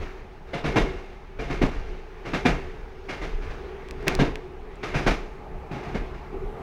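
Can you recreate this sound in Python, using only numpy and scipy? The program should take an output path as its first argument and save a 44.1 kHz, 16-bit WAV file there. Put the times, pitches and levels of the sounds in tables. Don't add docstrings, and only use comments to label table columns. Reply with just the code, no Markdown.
import sys
import numpy as np
from scipy import signal
from scipy.fft import rfft, irfft, next_fast_len
from scipy.io import wavfile
from scipy.ndimage import uniform_filter1d, map_coordinates

SR = 44100
rng = np.random.default_rng(int(sys.argv[2]) if len(sys.argv) > 2 else 0)


def materialize(psi):
    bounded = np.clip(np.atleast_2d(psi).T, -1, 1)
    quanta = np.round(bounded * 32767).astype(np.int16)
    wavfile.write(sys.argv[1], SR, quanta)


def rack_gain(trim_db):
    fader = np.asarray(trim_db, float)
    return 10 ** (fader / 20)


N = 291942

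# [t/s, rail roughness/dB, nearness to the panes/dB, place in the cabin's standing wave/dB]
RIDE = [(0, 9.5, -1.5, 4.5), (.4, -2.5, -1, -6), (.8, 3.5, 3.5, 7.5), (1.3, -2, -3, -6.5),
        (1.7, 3.5, -1, 0.5), (2.2, 1, -1, 0), (2.7, 3, 2, 1), (3.05, 1.5, -3, 2.5), (3.5, 7, -0.5, 6),
        (3.95, 5, 3.5, 5.5), (4.4, -0.5, 2, 3), (4.8, 2.5, 1.5, 2), (5.3, 0, 4, -1), (5.65, 1.6, 5, 2),
        (5.9, 6, 8.5, 4.5), (6.25, 4.5, 3.5, -2.5), (6.36, 3, 7, 8), (6.62, 5.5, 10, 7.5)]
# [f/Hz, width/Hz, level/dB]
CABIN_AIR = [(377.9, 45, 2.5), (430.7, 60, -1), (469, 45, -10)]
# [f/Hz, width/Hz, level/dB]
PANES = [(140, 89, 12), (742, 134, 7), (843, 66, 11), (1250, 220, -3), (2130, 300, -32.5)]
# [f/Hz, level per Hz/dB]
HISS_COLOUR = [(40, -27), (60, 4.5), (103, -23), (230, -14), (500, -17.5), (1000, -18), (2300, -21.5),
               (3300, -31.5), (5000, -39.5), (6500, -44), (7500, -53.5), (10000, -57), (13000, -60),
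               (16000, -55)]
# [t/s, peak level/dB]
LURCHES = [(0, -29), (.68, -27.5), (.83, -23), (.95, -38), (1.43, -30), (1.53, -31), (1.64, -21.5),
           (1.79, -28.5), (1.919, -30.5), (2.36, -38), (2.52, -23.5), (2.67, -33), (2.82, -39),
           (3.24, -30.5), (3.36, -26.5), (3.49, -30), (4, -38), (4.1, -38), (4.2, -22.5), (4.3, -34),
           (4.53, -56), (4.62, -45), (4.96, -26.5), (5.1, -22), (5.24, -39), (5.55, -32), (5.99, -27),
           (6.14, -39), (6.36, -35), (6.46, -33)]
# [f/Hz, level per Hz/dB]
RUMBLE_COLOUR = [(7.1, -25), (12, -1), (27, 10.5), (37, 5.5), (97, -11.5), (113, -26.5), (130, -9.5),
                 (170, -35), (290, -120)]
# [t/s, clank peak level/dB, boom over clank/dB, time to fade 60 dB/s]
JOINTS = [(0.0094, -34.5, 2, 0.19), (0.0902, -61, -3, .33), (0.4698, -43.5, -10, 0.46),
          (0.5314, -24, 0, 0.24), (0.639, -22.5, 2.5, 0.37), (0.758, -14.5, 5.5, .22),
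          (0.8502, -36.5, -8, 0.97), (1.3875, -29, 2.2, 0.52), (1.4974, -26.5, 2.5, 0.37),
          (1.6148, -19.5, 5.5, .19), (1.7114, -37.5, -5, 0.9), (1.8638, -44.5, -1, 0.89),
          (2.2506, -29.5, 1.5, 0.37), (2.3335, -18.5, -1.5, 0.2), (2.4503, -12, 0.7, 0.2),
          (3.0874, -26.5, -3, 0.35), (3.212, -29, 0.8, 0.38), (3.411, -38, 0.5, 0.67),
          (3.4986, -37.5, -5, 0.25), (3.9988, -39.5, 3, 0.42), (4.066, -20.5, 2, 0.29),
          (4.19, -17, 6.5, 0.23), (4.8285, -25.5, -3.5, 0.39), (4.9383, -21, 0, 0.42),
          (5.062, -14, 0.5, 0.23), (5.7119, -32.5, 5, 0.52), (5.827, -36, 1, 0.81),
          (5.9438, -25.5, 6, 0.14), (6.14, -42, 4.5, 0.27), (6.3242, -48.5, 17.5, 0.15)]
# [f/Hz, width/Hz, lift/dB]
STEEL = [(700, 14, 7.5), (886, 65, -3.5), (1226, 53, -0.5), (1580, 190, -4), (1910, 13, -4), (2195, 52, -8),
         (2140, 12, 7), (2350, 46, -6.5), (2770, 67, -0.5), (3650, 250, -6.5), (4370, 21, -22),
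         (4880, 39, -5)]
# [f/Hz, width/Hz, level/dB]
FLOOR = [(160.3, 9.7, -3), (194.7, 38, -2.5), (254.7, 7.4, -14.5), (383.7, 24, -6.5), (464.6, 17.6, -3),
         (700, 210, -11)]
# [f/Hz, level per Hz/dB]
CLANK_COLOUR = [(300, -30), (600, -5), (900, -14), (1400, -13), (2300, -13.5), (3200, -23.5), (4500, -28.5),
                (6200, -33), (7800, -45), (9000, -48.5), (11500, -53), (14000, -65), (15800, -75)]
# [f/Hz, level per Hz/dB]
THUD_COLOUR = [(50, -35), (90, -14.5), (140, 5), (200, -8.5), (280, 1.5), (450, -4.5), (700, -13.5),
               (1100, -13.5), (2000, -62)]
# [t/s, panel peak level/dB, panel f/Hz, wheel over panel/dB, wheel f/Hz]
RINGS = [(0.533, -20.5, 550, -4.5, 2060), (0.651, -17, 140, -15, 2240), (0.76, -10.5, 304.5, -23, 2360),
         (1.392, -27, 437, -3.5, 2370), (1.502, -23, 275, -10, 2320), (1.615, -7.5, 268, -23, 2130),
         (2.333, -17, 290, -18, 2200), (2.454, -5, 254, -12.5, 2390), (3.084, -33, 700, 3, 2226),
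         (3.214, -30, 393, -1.5, 2080), (4.074, -20.5, 389, -6, 2630), (4.193, -20, 150, -31, 2270),
         (4.832, -27.5, 418, -2, 2116), (4.955, -11.5, 145.7, -15, 2460), (5.065, -21, 284, -28, 2300),
         (5.712, -23, 160, -12, 2430), (5.943, -26, 213, -27, 1990), (6.326, -29, 409, -26, 2290)]
# [t/s, peak
# level/dB, f/Hz, time to fade 60 dB/s]
LOW_KNOCKS = [(0.7604, 3, 322, 0.022), (1.618, 5, 332, 0.03), (1.424, -11, 440, 0.068),
              (5.945, -11, 300, 0.02), (6.44, -18, 150, 0.08), (0.7755, 0, 480, 0.025),
              (0.796, -5, 301, 0.016), (1.637, 6, 266, 0.029), (2.472, -4, 274, 0.028),
              (2.487, -10, 250, 0.016), (4.196, -4, 258, 0.057), (4.221, 1, 272, 0.056),
              (5.081, -0.5, 300, 0.02), (5.985, -28, 315, 0.02)]
# [t/s, peak level/dB, then over the peak: knock/dB, snap/dB, edge/dB]
TICKS = [
    (3.887, -38, 7, -23, -24),
    (3.91, -26, 0, -28, -22),
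    (4.027, -41, -6, -25, -35),
    (4.0815, -11.5, 7, -39, -11),
    (4.1516, -14, -10, -26, -22),
    (4.3567, -38.5, 18.5, -21, -34),
    (4.757, -49, 0, -1, -25),
]
# [f/Hz, width/Hz]
SHELL = [(2350, 1730), (4100, 3200), (7300, 1400), (14000, 4800)]

HUM_DB, ROAR_DB, HISS_DB = -53.5, -49.5, -50.5
SHAKE_LEAD_S, SHAKE_TAIL_S = 0.067, 0.15
HUM_SHAKE_DB, HISS_SHAKE_DB = 23.5, 17
TREBLE_DB, MUFFLE = 2.5, 0.59
IDLE_DB, SWELL_DB_PER_S, SINK_DB_PER_S = -43, 284, 223
BOOMY_RISE_S, STEELY_RISE_S = 0.00516, 0.0026
BRIGHT_DB = 2.5
TREBLE_LAG_S = 0.006
PANEL_T60_S, WHEEL_T60_S = 0.13, 0.14
TOP_HZ = 15830


def unit(x):
    return x / np.sqrt(np.mean(x ** 2) + 1e-20)


def along(points, hz):
    f, value = np.transpose(points)
    return np.interp(np.log(hz + 1), np.log(f + 1), value)


def curves(rows):
    s, *columns = np.transpose(rows)
    return [np.interp(np.arange(N) / SR, s, column) for column in columns]


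def wobble(rate):
    knots = rng.standard_normal(int(N * rate / SR) + 4)
    return map_coordinates(knots, [np.arange(N) * rate / SR])


def filtered(x, response):
    size = next_fast_len(len(x) + SR // 4)
    spectrum = rfft(x, size) * response(np.fft.rfftfreq(size, 1 / SR))
    return irfft(spectrum, size)[:len(x)]


def modes(table, f):
    total = 0
    for k, (centre, width, db) in enumerate(table):
        total = total + (-1) ** k * rack_gain(db) * 1j * f * width / (centre ** 2 - f ** 2 + 1j * f * width)
    return total


def highpass(x, hz):
    return filtered(x, lambda f: 1 / (1 + (hz / (f + 1)) ** 4))


def noise(size, gain):
    return unit(filtered(rng.standard_normal(size), gain))


def patchy(gain, patchy_db):
    z = signal.stft(rng.standard_normal(N + SR), nperseg=512)[2]
    field = uniform_filter1d(rng.standard_normal(z.shape), 5, 0)
    field = unit(uniform_filter1d(field, 10, 1))
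    patches = signal.istft(z * rack_gain(patchy_db * field), nperseg=512)[1][:N]
    return unit(filtered(patches, gain))


def steadied(x, span, share):
    swell = np.sqrt(np.abs(uniform_filter1d(x ** 2, round(span * SR))) + .02)
    return unit(x / swell ** share)


def add(track, s, sound):
    part = track[max(round(s * SR), 0):][:len(sound)]
    part += sound[:len(part)]


def shaking():
    t, power = np.arange(0, N, 64) / SR, 0
    for s, db, *_ in JOINTS:
        slope = np.where(t < s, (t - s) / SHAKE_LEAD_S, (s - t) / SHAKE_TAIL_S)
        power = power + rack_gain(2 * db) * np.exp(2 * slope)
    return np.interp(np.arange(N) / SR, t, np.sqrt(power))


def rolling():
    rough_db, near_db, place_db = curves(RIDE)
    shake = shaking()
    hum = 0
    for mode in CABIN_AIR:
        tone = steadied(noise(N, lambda f: modes([(*mode,)], f) ** 2), span=.12, share=0.28)
        hum = hum + rack_gain(mode[2] + 2.2 * wobble(8.2)) * tone
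    hum = rack_gain(HUM_DB + place_db) * (1 + rack_gain(HUM_SHAKE_DB) * shake) * hum
    roar = rack_gain(ROAR_DB + near_db) * patchy(lambda f: modes(PANES, f), patchy_db=2.2)
    hiss = patchy(lambda f: rack_gain(along(HISS_COLOUR, f)), patchy_db=-1.35)
    hiss = hiss + (rack_gain(TREBLE_DB - MUFFLE * near_db) - 1) * highpass(hiss, 3500)
    hiss = rack_gain(HISS_DB + rough_db + 0.61 * wobble(14)) * (1 + rack_gain(HISS_SHAKE_DB) * shake) * hiss
    return hum + roar + hiss


def body():
    t = np.arange(0, N, 64) / SR
    heave = rack_gain(IDLE_DB)
    for s, db in LURCHES:
        slope_db = np.where(t < s, (t - s) * SWELL_DB_PER_S, (s - t) * SINK_DB_PER_S)
        heave = heave + rack_gain(db + slope_db)
    rumble = steadied(noise(N, lambda f: rack_gain(along(RUMBLE_COLOUR, f))), span=0.029, share=0.51)
    return np.interp(np.arange(N) / SR, t, heave) * rumble


def joints():
    out, t = np.zeros(N), np.arange(SR // 2) / SR
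    for s, db, boom_db, t60 in JOINTS:
        rise = STEELY_RISE_S if boom_db < 0 else BOOMY_RISE_S

        knots = rng.standard_normal((2, 200))
        chatter = rack_gain(1.33 * map_coordinates(knots, [[0 * t, 1 + 0 * t], [t * 160, t * 60]]))
        tail = rack_gain(-14.0 - 60 * t / 0.8)
        fade = (1 - np.exp(-t / rise)) * (chatter * rack_gain(-60 * (t / t60) ** 1.237) + tail)

        struck = [(hz, width, lift_db + rng.normal(0, 3)) for hz, width, lift_db in STEEL]
        colour = lambda f: rack_gain(along(CLANK_COLOUR, f) + BRIGHT_DB * np.log2(f / 2000 + 0.25))
        hiss = noise(len(t), lambda f: colour(f) * (1 + np.abs(modes(struck, f))))
        crack = 0.39 * rack_gain(-60 * t / 0.0075) * (1 - np.exp(-t / .0008))
        clank = (fade[0] + crack) * (hiss - highpass(hiss, 5000) * np.exp(-t / TREBLE_LAG_S))

        thud = fade[1] * noise(len(t), lambda f: rack_gain(along(THUD_COLOUR, f)))
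        hits = rng.standard_normal(len(t)) * (rng.random(len(t)) < 220 / SR) * rack_gain(-60 * t / (1.6 * t60))
        hits[round(rise * SR / 2)] = 0.52
        boom = filtered(hits, lambda f: modes(FLOOR, f) / (1 + 1j * f / 900))
        boom = boom / np.abs(boom).max()
        add(out, s, rack_gain(db - 8.0) * clank + rack_gain(db + boom_db) * (rack_gain(-8.5) * thud + rack_gain(-5.5) * boom))
    return out


def rings():
    out, t = np.zeros(N), np.arange(SR // 3) / SR
    for s, db, panel_hz, wheel_db, wheel_hz in RINGS:
        drift = np.cumsum(rng.standard_normal((2, len(t))), axis=1) * [[.012], [.045]]
        panel = np.sin(2 * np.pi * panel_hz * t + drift[0])
        panel = panel * rack_gain(-60 * t / PANEL_T60_S) * (1 - np.exp(-t / 0.0016))
        wheel = np.sin(2 * np.pi * wheel_hz * t + drift[1])
        wheel = wheel * rack_gain(-60 * t / WHEEL_T60_S) * (1 - np.exp(-t / 0.0023))
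        add(out, s, rack_gain(db - 5) * (panel + rack_gain(wheel_db) * wheel))
    return out


def knocks():
    out, t = np.zeros(N), np.arange(SR // 10) / SR
    for s, db, hz, t60 in LOW_KNOCKS:
        add(out, s, rack_gain(db - 15.5) * np.sin(2 * np.pi * hz * t) * rack_gain(-60 * t / t60))
    return out


def ticks():
    out, t = np.zeros(N), np.arange(SR // 40) / SR
    for s, db, knock_db, snap_db, edge_db in TICKS:
        contact = .04 * rng.standard_normal(len(t)) * rack_gain(-60 * t / .01)
        contact[0] = 1
        contact[round(.0012 * SR)] = 0.33
        for (hz, width), level_db in zip(SHELL, [knock_db, -1.5, snap_db, edge_db + 7]):
            ring = filtered(contact, lambda f: modes([(hz, width, 0)], f) ** 2)
            add(out, s, rack_gain(db + level_db) * ring / np.abs(ring).max())
    return filtered(out, lambda f: np.clip((16950 - f) / 700, 0, 1))


def scene():
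    train = rolling() + body() + joints() + rings() + knocks()
    air = rack_gain(-85) * rng.standard_normal(N)
    steady = filtered(train + air, lambda f: f < TOP_HZ)
    return (steady + ticks())[None]


def top_cut(x):
    return signal.sosfilt(signal.butter(12, 16990, fs=SR, output="sos"), x)


def record(dry):
    return top_cut(dry)


dry = scene()
out = record(dry)
materialize(out)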